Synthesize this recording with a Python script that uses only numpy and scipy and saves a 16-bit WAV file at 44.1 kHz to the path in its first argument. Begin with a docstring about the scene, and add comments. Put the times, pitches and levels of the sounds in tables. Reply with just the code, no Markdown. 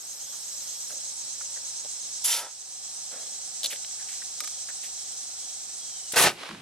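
"""The roaring bang of a compressed-air potato cannon, close by in a mown field; the tree line throws it back.
Before it, air spits from the filling valve, hands shift on the plastic pipe and a fitting clicks.
Air jets are coloured noise under envelopes; hard contacts are knocks and grit ringing resonances.
Cicadas and katydids, made of narrow noise bands and pulsed tones, sing all round two microphones.
The recorder's gain control ducks everything after loud sounds and recovers slowly."""
import sys
import numpy as np
from scipy import signal
from scipy.fft import rfft, irfft, next_fast_len
from scipy.io import wavfile
from scipy.ndimage import uniform_filter1d

SR = 44100
rng = np.random.default_rng(int(sys.argv[2]) if len(sys.argv) > 2 else 0)


def digitize_waveform(pressure):
    """Quantize a signal to 16-bit integers and store it at the path in sys.argv[1].

    Rows of a 2-D input are taken as channels; values are limited to [-1, 1].
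    """
    field = np.atleast_2d(pressure).T
    bounded = np.clip(field, -1, 1)
    quanta = np.round(bounded * 32767).astype(np.int16)
    wavfile.write(sys.argv[1], SR, quanta)


N = 291501
TIME = np.arange(N) / SR
SIZE = next_fast_len(N, True)
BINS = np.maximum(np.arange(SIZE // 2 + 1) * SR / SIZE, 1)   # spectrum frequencies [Hz]

# the main valve unseats, then opens fully
UNSEAT_S, OPEN_S = 6.119, 6.157
# colour of the roar: (frequency [Hz], level [dB])
ROAR_COLOUR = [(60, -17), (150, -18), (300, -12), (480, -3.5), (780, 2), (1050, -4), (1500, -6),
               (2400, -5.5), (3800, -7), (5500, -7), (9000, -16.5), (15000, -42)]
# colour of the escaping hiss: (frequency [Hz], level [dB])
ROAR_HISS_COLOUR = [(1500, -11), (3500, -6), (5500, -7), (7500, -2.5), (10500, -1), (12500, -7),
                    (15500, -18)]
# colour of the deep boom: (frequency [Hz], level [dB])
BOOM_COLOUR = [(25, -18), (60, -14), (110, -8), (190, 1.5), (260, -11), (370, 3.5), (700, -34), (2000, -45)]
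# narrow peaks in the roar's colour: (frequency [Hz], width [Hz], lift [dB])
ROAR_PEAKS = [(504, 43, 5), (668, 30, 2.5), (775, 90, 0), (1266, 60, 5.5), (1505, 96, 8.5), (1790, 41, 10),
              (1940, 68, 7), (2300, 80, 1), (2490, 40, 7), (2710, 46, 8), (3800, 120, 4), (5170, 90, -4)]


def shot(pop_s=6.137, pop_width_s=0.00031):
    """The valve cracks open, a pulse leaves the muzzle and the tank empties; hiss dies first, boom last."""
    leak = envelope(UNSEAT_S, level_db=-28, attack_s=.003, hold_s=.014,
                    slope_db_per_s=-750, release_db_per_s=250)
    pushed_air = envelope(pop_s - pop_width_s * 8, level_db=-29.5, attack_s=.003, hold_s=.02,
                          slope_db_per_s=-350, release_db_per_s=300)
    roar = envelope(OPEN_S, level_db=3.8, attack_s=.02, hold_s=.096, slope_db_per_s=3, release_db_per_s=440)
    hiss = envelope(OPEN_S, level_db=1.5, attack_s=.02, hold_s=.06, slope_db_per_s=50, release_db_per_s=330)
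    boom = envelope(OPEN_S, level_db=-17, attack_s=.014, hold_s=.095, slope_db_per_s=72, release_db_per_s=230)
    ragged = from_db(2.2 * drift(120))
    roar = (pushed_air + roar) * ragged * turbulence(ROAR_COLOUR, alike=0.85, resonances=ROAR_PEAKS)
    hiss = (leak + hiss) * from_db(1.1 * drift(120)) * turbulence(ROAR_HISS_COLOUR, alike=0.39)
    boom = boom * turbulence(BOOM_COLOUR, alike=0.85)
    pop = muzzle_pulse(pop_s, pop_width_s)
    blast = place(roar + roar_surges() + boom + pop, pan_db=-0.4, lag=-1.1)
    return blast + place(hiss, pan_db=-0.5, lag=-.55)


def muzzle_pulse(pop_s, width_s):
    """A pressure pulse at the muzzle: one push outward, then an equal suction."""
    age = (TIME - pop_s) / width_s
    return -from_db(-21) * age * np.exp(-age ** 2 / 2)


def roar_surges(count=6, span_s=.105, length_s=.012, low_hz=450, high_hz=2000, width_share=.55):
    """Short noise surges at random pitches and slightly random times roughen the roar."""
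    rows = []
    for k, (when, pitch) in enumerate(rng.random((count, 2))):
        hz = low_hz * (high_hz / low_hz) ** pitch
        start_s = OPEN_S + length_s + span_s * (k + when) / count
        rows.append((start_s, -1.5, hz, width_share * hz, length_s))
    return puffs(rows, alike=1.0, rise=0.26)


# colour of the wash from the trees: (frequency [Hz], level [dB])
TREE_COLOUR = [(40, -18), (160, -11), (400, -0.5), (800, 1), (1500, -2), (2800, 0), (4500, -4), (7000, -12),
               (11000, -14.5), (15000, -38)]
# distinct slaps from the tree line: (time [s], level [dB])
TREE_SLAPS = [(6.432, -12.5), (6.454, -18), (6.488, -14.5), (6.5085, -17), (6.546, -24)]
# bands of each slap: (frequency [Hz], width [Hz], level [dB])
SLAP_BANDS = [(720, 1300, 0), (3200, 2600, -5)]
SLAP_S = .008


def tree_line():
    """The bang comes back from the trees as a dull wash with a few slaps and a sinking rumble."""
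    wash = envelope(6.29, level_db=-18, attack_s=.14, hold_s=.07, slope_db_per_s=-45, release_db_per_s=75)
    wash = wash * from_db(0.86 * drift(80)) * turbulence(TREE_COLOUR, alike=0.52)
    rows = [(s, db + level, hz, width, SLAP_S) for s, db in TREE_SLAPS for hz, width, level in SLAP_BANDS]
    slaps = puffs(rows, alike=1.0, rise=0.15)
    return place(wash + slaps + returning_rumble(), pan_db=-1.0, lag=1.0)


def returning_rumble(start_s=6.488, start_hz=200, fall_hz_per_s=380):
    """The low end of the shot comes back late: two narrow noise bands sinking in pitch."""
    hz = start_hz - fall_hz_per_s * np.clip(TIME - start_s, 0, None)
    level = envelope(start_s, level_db=-24, attack_s=.016, hold_s=.02, slope_db_per_s=-60, release_db_per_s=110)
    return level * (rasp(hz, width_hz=60) + .45 * rasp(1.8 * hz, width_hz=90))


VENT_S = 2.238   # the filling valve starts to spit
# colour of the shrill top: (frequency [Hz], level [dB])
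VENT_TOP_COLOUR = [(5000, -8), (7400, -4.5), (8700, -11), (10400, 1.5), (11700, -3), (13500, -11),
                   (15500, -27)]
# colour of the hiss: (frequency [Hz], level [dB])
VENT_HISS_COLOUR = [(1000, -37), (1800, -8), (2600, -2.5), (3500, -3.5), (4300, -2), (5700, 0.5),
                    (7500, -9.5), (9000, -1.5), (12000, -15)]
# colour of the low rush: (frequency [Hz], level [dB])
VENT_RUSH_COLOUR = [(60, -22), (250, -17.5), (550, -1), (900, -1), (1150, -9.5), (1600, -1), (2500, -12),
                    (4000, -57)]
# valve resonances: (frequency [Hz], width [Hz], lift [dB])
VALVE_RESONANCES = [(943, 80, 11), (1320, 98, 12), (3090, 66, 8.5), (3500, 190, 9), (4790, 160, 1),
                    (5850, 300, 4), (7350, 340, 8), (10530, 300, 4)]


def filling_valve():
    """A spit of air: the shrill top weakens as the pressure falls, while a duller hiss swells."""
    top = envelope(VENT_S, level_db=-14.2, attack_s=.02, hold_s=.145, slope_db_per_s=-100, release_db_per_s=450)
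    hiss = envelope(VENT_S, level_db=-24.5, attack_s=.022, hold_s=.072, slope_db_per_s=105, release_db_per_s=185)
    rush = envelope(VENT_S, level_db=-33, attack_s=.035, hold_s=.19, slope_db_per_s=-22, release_db_per_s=400)
    top = top * from_db(0.99 * drift(82)) * turbulence(VENT_TOP_COLOUR, 0.67, VALVE_RESONANCES)
    hiss = hiss * from_db(1.1 * drift(120)) * turbulence(VENT_HISS_COLOUR, 1.0, VALVE_RESONANCES)
    rush = rush * from_db(1.1 * drift(60)) * turbulence(VENT_RUSH_COLOUR, 0.99, VALVE_RESONANCES)
    body = place(hiss + rush + valve_stem(), pan_db=-0.8, lag=-1.2)
    return body + place(top, pan_db=-2.5, lag=-0.68)


# short squeaks of the valve: (time [s], level [dB], pitch [Hz])
VALVE_SQUEAKS = [(2.252, -24, 7450), (2.303, -24, 3560), (2.311, -21, 5730)]
# the stem jolts as it is pressed: (time [s], level [dB])
STEM_JOLTS = [(2.269, -41), (2.28, -42)]
SQUEAK_WIDTH_HZ, SQUEAK_S = 230, .018
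JOLT_HZ, JOLT_WIDTH_HZ, JOLT_S = 270, 520, .008


def valve_stem():
    """The pressed stem jolts twice as low bursts; squeaks are short narrow bursts."""
    squeaks = [(s, db, hz, SQUEAK_WIDTH_HZ, SQUEAK_S) for s, db, hz in VALVE_SQUEAKS]
    jolts = [(s, db, JOLT_HZ, JOLT_WIDTH_HZ, JOLT_S) for s, db in STEM_JOLTS]
    return puffs(squeaks + jolts, alike=0.95, rise=0.19)


# light ticks of the hand on the pipe: (time [s], level [dB])
HAND_TICKS = [(.899, -38), (.927, -42), (1.848, -37), (2.626, -39), (3.726, -29), (3.733, -28), (3.76, -30),
              (3.847, -28), (3.912, -34)]
# pipe wall resonances: (frequency [Hz], width [Hz], level [dB])
PIPE_RESONANCES = [(1350, 460, -7), (1800, 450, -3), (3200, 640, 3), (4300, 990, 2)]
# plastic fitting clicks: (time [s], level [dB])
FITTING_CLICKS = [(4.4045, -13.5), (4.4365, -26), (4.4445, -24), (4.4745, -22), (4.509, -31)]
# fitting resonances: (frequency [Hz], width [Hz], level [dB])
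FITTING_RESONANCES = [(1234, 55, 4), (1720, 210, -3), (2320, 320, -3.5), (3860, 460, -3), (5150, 380, 2),
                      (7240, 1700, -5), (10000, 1900, -5.5), (12300, 1200, -4.5)]
# dry crackle underfoot: (time [s], level [dB])
FOOT_CRACKLE = [(3.6324, -16), (3.6416, -12), (3.6454, -12), (3.6504, -17), (3.6574, -17), (3.6604, -13),
                (3.6674, -18)]
# crackle resonances: (frequency [Hz], width [Hz], level [dB])
TWIG_RESONANCES = [(1400, 2400, -20), (2880, 1140, -5), (3640, 790, 2.5), (4430, 910, -1), (6700, 2000, -7),
                   (10900, 3300, -10.5)]


def handling():
    """Hands on the pipe, a crackle underfoot and fitting clicks: each hard contact rings its body."""
    ticks = snaps(HAND_TICKS, PIPE_RESONANCES, contact_s=.0015, alike=0.9)
    crackle = snaps(FOOT_CRACKLE, TWIG_RESONANCES, contact_s=0.003, alike=0.86)
    clicks = snaps(FITTING_CLICKS, FITTING_RESONANCES, contact_s=0.0042, alike=0.88)
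    return place(soft_touches() + ticks + crackle + clicks, pan_db=-0.5, lag=-1.13)


# hands and sleeves brush along the pipe: (time [s], level [dB], length [s], centre [Hz])
PIPE_BRUSHES = [(.32, -54, .042, 1000), (.65, -56, .026, 1200), (.897, -51.5, .026, 1500),
                (3.11, -53, .13, 1400), (3.70, -39.5, .047, 2500), (4.075, -48, .09, 2400),
                (4.685, -47, .015, 2000), (4.83, -44.5, .048, 2500)]
BRUSH_WIDTH = 1.0   # bandwidth as a share of the centre
# a firm brush also sizzles; the sizzle grows faster than the brush [dB per dB]
SIZZLE_HZ, SIZZLE_WIDTH_HZ, SIZZLE_FROM_DB, SIZZLE_GROWTH = 11200, 3800, -42.5, 1.7
# soft bumps that sound the hollow of the pipe: (time [s], level [dB], length [s])
PIPE_BUMPS = [(.897, -53.5, .084), (1.565, -52.5, .02), (1.845, -47, .02), (3.11, -52, .16),
              (3.635, -48.5, .052), (3.722, -46.5, .023), (4.41, -56, .05), (4.685, -55, .02)]
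# hollow resonances: (frequency [Hz], width [Hz], level [dB])
HOLLOW_BANDS = [(560, 240, 0), (245, 110, -12)]
# dull knocks on the pipe wall: (time [s], level [dB], length [s], centre [Hz])
WALL_KNOCKS = [(1.408, -44, .0094, 1400), (1.56, -47, .021, 1630), (3.724, -41, .016, 1900),
               (3.985, -53, .05, 1620), (4.218, -43.5, .011, 1650), (4.685, -44.5, .022, 1650)]
KNOCK_WIDTH_HZ = 600


def soft_touches():
    """Brushes, bumps and knocks are band-noise bursts, roughened as cloth catches and slips."""
    rubs, sizzles = [], []
    for s, db, length, hz in PIPE_BRUSHES:
        sizzle_db = SIZZLE_FROM_DB + SIZZLE_GROWTH * (db - SIZZLE_FROM_DB)
        rubs.append((s, db, hz, BRUSH_WIDTH * hz, length))
        sizzles.append((s, sizzle_db, SIZZLE_HZ, SIZZLE_WIDTH_HZ, length))
    bumps = [(s, db + level, hz, width, length)
             for s, db, length in PIPE_BUMPS for hz, width, level in HOLLOW_BANDS]
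    knocks = [(s, db, hz, KNOCK_WIDTH_HZ, length) for s, db, length, hz in WALL_KNOCKS]
    return puffs(rubs + sizzles + bumps + knocks, alike=0.89, rise=0.057) * from_db(2 * drift(220))


# the nearest throbbing cicada: (time [s], level [dB])
THROB_LEVEL = [(0, -46), (.7, -44), (2.2, -44), (2.8, -50), (6.6, -51)]


def throbbing_cicada():
    """Its abdomen pumps: each throb switches the song from a low resonance to a higher, brighter one."""
    level_db, = in_time(THROB_LEVEL)
    effort = .5 + .5 * np.tanh(3 * (throbs() + 0.25))
    # the tymbal buckles hundreds of times a second
    ribs = 1 + .5 * np.cos(2 * np.pi * turns_of(335 + 20 * drift(3)))
    tense = rasp(6400, width_hz=200) + 0.29 * rasp(6800, width_hz=400) + 0.92 * rasp(7300, width_hz=1400)
    slack = .5 * rasp(5350, width_hz=370)
    song = ribs * (effort * tense + (1 - effort) * slack)
    return place(from_db(level_db) * song, pan_db=-2.5, lag=-0.94)


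def throbs(per_s=8.22, speedup_per_s2=.092, first_s=.108):
    """The slowly quickening rhythm that neighbouring cicadas share, from -1 in the gaps to 1."""
    return np.cos(2 * np.pi * (turns_of(per_s + speedup_per_s2 * TIME) - per_s * first_s))


def trilling_cicada():
    """A fast trill of syllables that each slide down in pitch."""
    syllable = turns_of(32.8 + .5 * drift(1)) % 1
    voice = rasp(8520 - 750 * syllable ** 2, width_hz=190) * np.sqrt(np.abs(np.sin(np.pi * syllable)))
    return place(from_db(-47.5) * voice, pan_db=2, lag=1.0)


# each chirps at its own steady pace:
# (first chirp [s], last chirp [s], period [s], pitch [Hz], level [dB])
KATYDID_SONGS = [(.138, 6.1, .2566, 9560, -52.5), (.69, 3.2, .2025, 10230, -58)]


def katydids(chirp_s=.07, stroke_hz=122, uneven_db=1.3, uneven_hz=35):
    """Each chirp is a handful of wing strokes on a wavering tone; no two are quite alike."""
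    out, age = np.zeros(N + SR), TIME[:int(chirp_s * SR)]
    strokes = np.sin(np.pi * stroke_hz * age) ** 2 * signal.windows.tukey(len(age), .5)
    for first, last, period, hz, db in KATYDID_SONGS:
        chirp_times = np.arange(first, last, period)
        for s, (louder, higher) in zip(chirp_times, rng.standard_normal((len(chirp_times), 2))):
            waver = np.cumsum(rng.normal(0, 0.083, len(age)))
            phase = 2 * np.pi * (hz + uneven_hz * higher) * age + waver
            start = int((s - chirp_s / 2) * SR)
            out[start:start + len(age)] += 2 * from_db(db + uneven_db * louder) * strokes * np.sin(phase)
    return place(out[:N], pan_db=-12, lag=1.0)


# colour of the far chorus: (frequency [Hz], level [dB])
CHORUS_COLOUR = [(2300, -21), (2900, -19), (3300, -12), (3650, -14.5), (3950, -7.5), (4750, -9), (5300, -2),
                 (6200, -2), (7300, -2), (8350, 0.5), (8650, -14), (8900, -9.5), (10200, -16.5),
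                 (11000, -26)]
# the far chorus: (time [s], level [dB])
CHORUS_LOUDNESS = [(0, -40.5), (.6, -37), (2.1, -36), (2.9, -37.5), (4.4, -35.7), (6.0, -37.5), (6.6, -40)]
# single voices that stand out: (frequency [Hz], width [Hz], lift [dB])
CHORUS_VOICES = [(3830, 27, 6.5), (4060, 12, 8), (4470, 68, 3.5), (5670, 28, 4.5), (5930, 35, 7),
                 (6300, 46, 4), (7680, 60, 5), (7920, 80, 4.5), (8430, 65, 4.5)]


def chorus():
    """Many far cicadas merge into a sizzle of coloured noise that throbs slightly."""
    level_db, = in_time(CHORUS_LOUDNESS)
    swell = from_db(level_db + 0.74 * drift(17) + 0.57 * throbs())
    crowd = swell * turbulence(CHORUS_COLOUR, alike=0.55, resonances=CHORUS_VOICES)
    return place(crowd, pan_db=-2.5, lag=2.19)


# bouts of the lower insect: (time [s], level [dB])
LOW_BOUTS = [(.3, -56.5), (.716, -58), (2.822, -62), (3.21, -57), (4.53, -57), (5.076, -59), (5.475, -57)]
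BOUT_S = .19


def low_rasp():
    """A lower insect rasps in bouts of one length."""
    bouts = sum(from_db(db) * np.exp(-(2 * (TIME - s) / BOUT_S) ** 4) for s, db in LOW_BOUTS)
    return bouts * rasp(3300, width_hz=350)


# high insect buzz: (time [s], level [dB])
HIGH_BUZZ_LEVEL = [(0, -56), (.94, -55), (.98, -67), (6.6, -97)]


def high_buzz():
    """A high insect buzz of one broad and two narrow bands drops early and then fades."""
    level_db, = in_time(HIGH_BUZZ_LEVEL)
    buzz = 0.91 * rasp(11950, width_hz=2400) + .3 * rasp(11800, width_hz=120) + .35 * rasp(12300, width_hz=140)
    return from_db(level_db) * buzz


def far_bird(start_s=5.803, start_hz=3345, fall_hz_per_s=1350):
    """A far bird's falling whistle, a narrow noise band unsteady in pitch and loudness."""
    hz = start_hz - fall_hz_per_s * np.clip(TIME - start_s, 0, 1) + 25 * drift(9)
    level = envelope(start_s, level_db=-55.5, attack_s=.025, hold_s=.26, slope_db_per_s=-5, release_db_per_s=600)
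    return level * from_db(2.5 * drift(14)) * rasp(hz, width_hz=79)


# faint fluttering whirr: (time [s], pitch [Hz], level [dB])
WHIRR_COURSE = [(0, 775, -68), (2.2, 775, -67), (2.8, 764, -63), (6.6, 768, -63.5)]


def whirr():
    """A faint tone with a little narrow noise, fluttering about 22 times a second."""
    hz, level_db = in_time(WHIRR_COURSE)
    flutter = (1 + np.cos(2 * np.pi * turns_of(22.1))) ** 1.2
    tone = 0.84 * np.sin(2 * np.pi * turns_of(hz)) + 0.16 * rasp(hz, width_hz=210)
    return from_db(level_db) * flutter * tone


# faint hum: (frequency [Hz], level [dB])
HUM_TONES = [(547, -70.5), (866, -74), (935, -71)]
# the hum sags and fades: (time [s], level [dB], pitch [ratio])
HUM_COURSE = [(0, -3, 1), (2.2, 0, 1), (2.8, -3, 1), (3.8, 1, 0.95), (4.6, -10, 1), (6.6, -20, 0.99)]


def hum():
    """A faint hum of very narrow bands that sag in pitch together and fade."""
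    level_db, sag = in_time(HUM_COURSE)
    return from_db(level_db) * sum(from_db(db) * rasp(hz * sag, width_hz=5.7) for hz, db in HUM_TONES)


# colour of the open air: (frequency [Hz], level [dB])
AIR_COLOUR = [(25, -18), (60, -1.5), (100, -0.5), (200, -1), (350, -1.5), (600, 2), (900, -0.5), (1300, 0),
              (2500, -4.5), (6000, -6.5), (11000, -5), (13000, -8.5), (15500, -44.5)]


def open_air():
    """The open air of the field: steady coloured noise."""
    return from_db(-54.5) * turbulence(AIR_COLOUR, alike=0.39)


def from_db(db):
    """Decibels to gain."""
    return 10 ** (np.asarray(db) / 20)


def rms_one(x):
    """Scale to rms 1."""
    return x / np.sqrt(np.mean(np.abs(x) ** 2) + 1e-20)


def in_time(rows):
    """Each column of a curve at every sample."""
    s, *columns = np.transpose(rows)
    return [np.interp(TIME, s, c) for c in columns]


def turns_of(rate):
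    """Cycles completed at a steady or changing rate [Hz]."""
    return np.cumsum(rate * np.ones(N)) / SR


def drift(rate):
    """Slow chance with spread 1; a higher rate [Hz] wanders faster."""
    step = 40   # samples between the slow values
    r = np.exp(-2 * np.pi * step * rate / SR)
    noise = rng.standard_normal(N // step + 2002)
    slow = signal.lfilter([1], [1, -2 * r, r * r], noise)[2000:]   # drop the settling
    return np.interp(np.arange(N) / step, np.arange(len(slow)), rms_one(slow))


def envelope(start_s, level_db, attack_s, hold_s, slope_db_per_s, release_db_per_s):
    """Gain that swells, holds on a slope and then dies away."""
    age = TIME - start_s
    held = np.clip(age - attack_s, 0, hold_s)
    released = np.maximum(age - attack_s - hold_s, 0)
    swell = np.sin(np.pi / 2 * np.clip(age / attack_s, 0, 1)) ** 2
    return swell * from_db(np.maximum(level_db + slope_db_per_s * held - release_db_per_s * released, -200))


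def resonate(x, hz, width_hz):
    """One resonance, gain 1 on top."""
    r = np.exp(-np.pi * width_hz / SR)
    feed = np.array([1, 0, -1]) * (1 - r * r) / 2
    return signal.lfilter(feed, [1, -2 * r * np.cos(2 * np.pi * hz / SR), r * r], x + 1e-18)


def white_pair(alike, size=N):
    """White noise at two microphones with the given correlation."""
    mid, side = rng.standard_normal((2, size))
    alike = np.clip(alike, -1, 1)
    return (np.sqrt(1 + alike) * mid + np.sqrt(1 - alike) * side * [[1], [-1]]) / np.sqrt(2)


def place(x, pan_db, lag):
    """Direction at the microphones: left louder by pan_db and later by lag samples."""
    left, right = np.broadcast_to(x, (2, N))
    left = irfft(rfft(left, SIZE) * np.exp(-2j * np.pi * BINS * lag / SR), SIZE)[:N]
    return np.array([left * from_db(pan_db / 2), right * from_db(-pan_db / 2)])


def turbulence(spectrum, alike, resonances=()):
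    """Stereo noise with a broad colour, lifted at narrow peaks; rms 1."""
    hz, db = np.transpose(spectrum)
    colour = np.interp(np.log(BINS), np.log(hz), db)
    for centre, width, lift in resonances:
        colour = colour + lift / (1 + (2 * (BINS - centre) / width) ** 2)
    skirts = np.minimum(BINS / hz[0], 1) ** 2 * np.minimum(hz[-1] / BINS, 1) ** 2
    return rms_one(irfft(rfft(white_pair(alike, size=SIZE)) * from_db(colour) * skirts)[:, :N])


def rasp(pitch_hz, width_hz):
    """A narrow noise band that follows a pitch, as of a membrane driven unevenly; rms 1."""
    lowpass = signal.butter(2, width_hz / 2, fs=SR, output="sos")
    a, b = signal.sosfilt(lowpass, rng.standard_normal((2, N)))
    phase = 2 * np.pi * turns_of(pitch_hz)
    return rms_one(a * np.cos(phase) + b * np.sin(phase))


def puffs(rows, alike, rise):
    """Short bursts of band noise that swell quickly and die away."""
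    out = np.zeros((2, N))
    for s, db, hz, width_hz, length in rows:
        start = int(s * SR)
        age = TIME[:min(SR // 2, N - start)] / length
        shape = (1 - np.exp(-age / rise)) * np.exp(-age ** 2)
        band = white_pair(alike, size=SR // 2)
        for _ in range(2):
            band = resonate(band, hz, 1.18 * width_hz)
        out[:, start:start + len(age)] += from_db(db) * shape * rms_one(band)[:, :len(age)]
    return out


def snaps(rows, body, contact_s, alike, knock=6.2):
    """Each contact is a clean knock with brief grit; it rings the resonances of a body."""
    out, age = np.zeros((2, N)), TIME[:SR // 8]
    for s, db in rows:
        force = knock * (age == 0) + white_pair(alike, size=len(age)) * np.exp(-age / contact_s)
        hit = sum(from_db(level) * (-1) ** k * resonate(force, hz, width)
                  for k, (hz, width, level) in enumerate(body))
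        start = int(s * SR)
        out[:, start:start + len(age)] += from_db(db) * hit / np.abs(hit).max()
    return out


def scene():
    """The cannon close by, insects all round, the open field behind."""
    cannon = shot() + tree_line() + filling_valve() + handling()
    insects = throbbing_cicada() + trilling_cicada() + katydids() + chorus() + low_rasp() + high_buzz()
    background = far_bird() + whirr() + hum() + open_air()
    return cannon + insects + background


def record(dry, threshold_db=-23, squeeze=0.77, release_db_per_s=13, cutoff_hz=15900):
    """The recorder's gain control grabs fast and lets go slowly; the top is cut."""
    power = uniform_filter1d(np.mean(dry ** 2, axis=0), size=260)
    level_db = 10 * np.log10(np.maximum(power, 1e-12))
    over_db = np.maximum(level_db - threshold_db, 0) * squeeze
    # the reduction jumps up with the level and sinks at the release rate
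    held_db = np.maximum.accumulate(over_db + release_db_per_s * TIME) - release_db_per_s * TIME
    ducked = dry * from_db(-uniform_filter1d(held_db, size=90))
    return signal.sosfilt(signal.ellip(12, .1, 90, cutoff_hz, fs=SR, output="sos"), ducked)


dry = scene()
out = record(dry)
digitize_waveform(out)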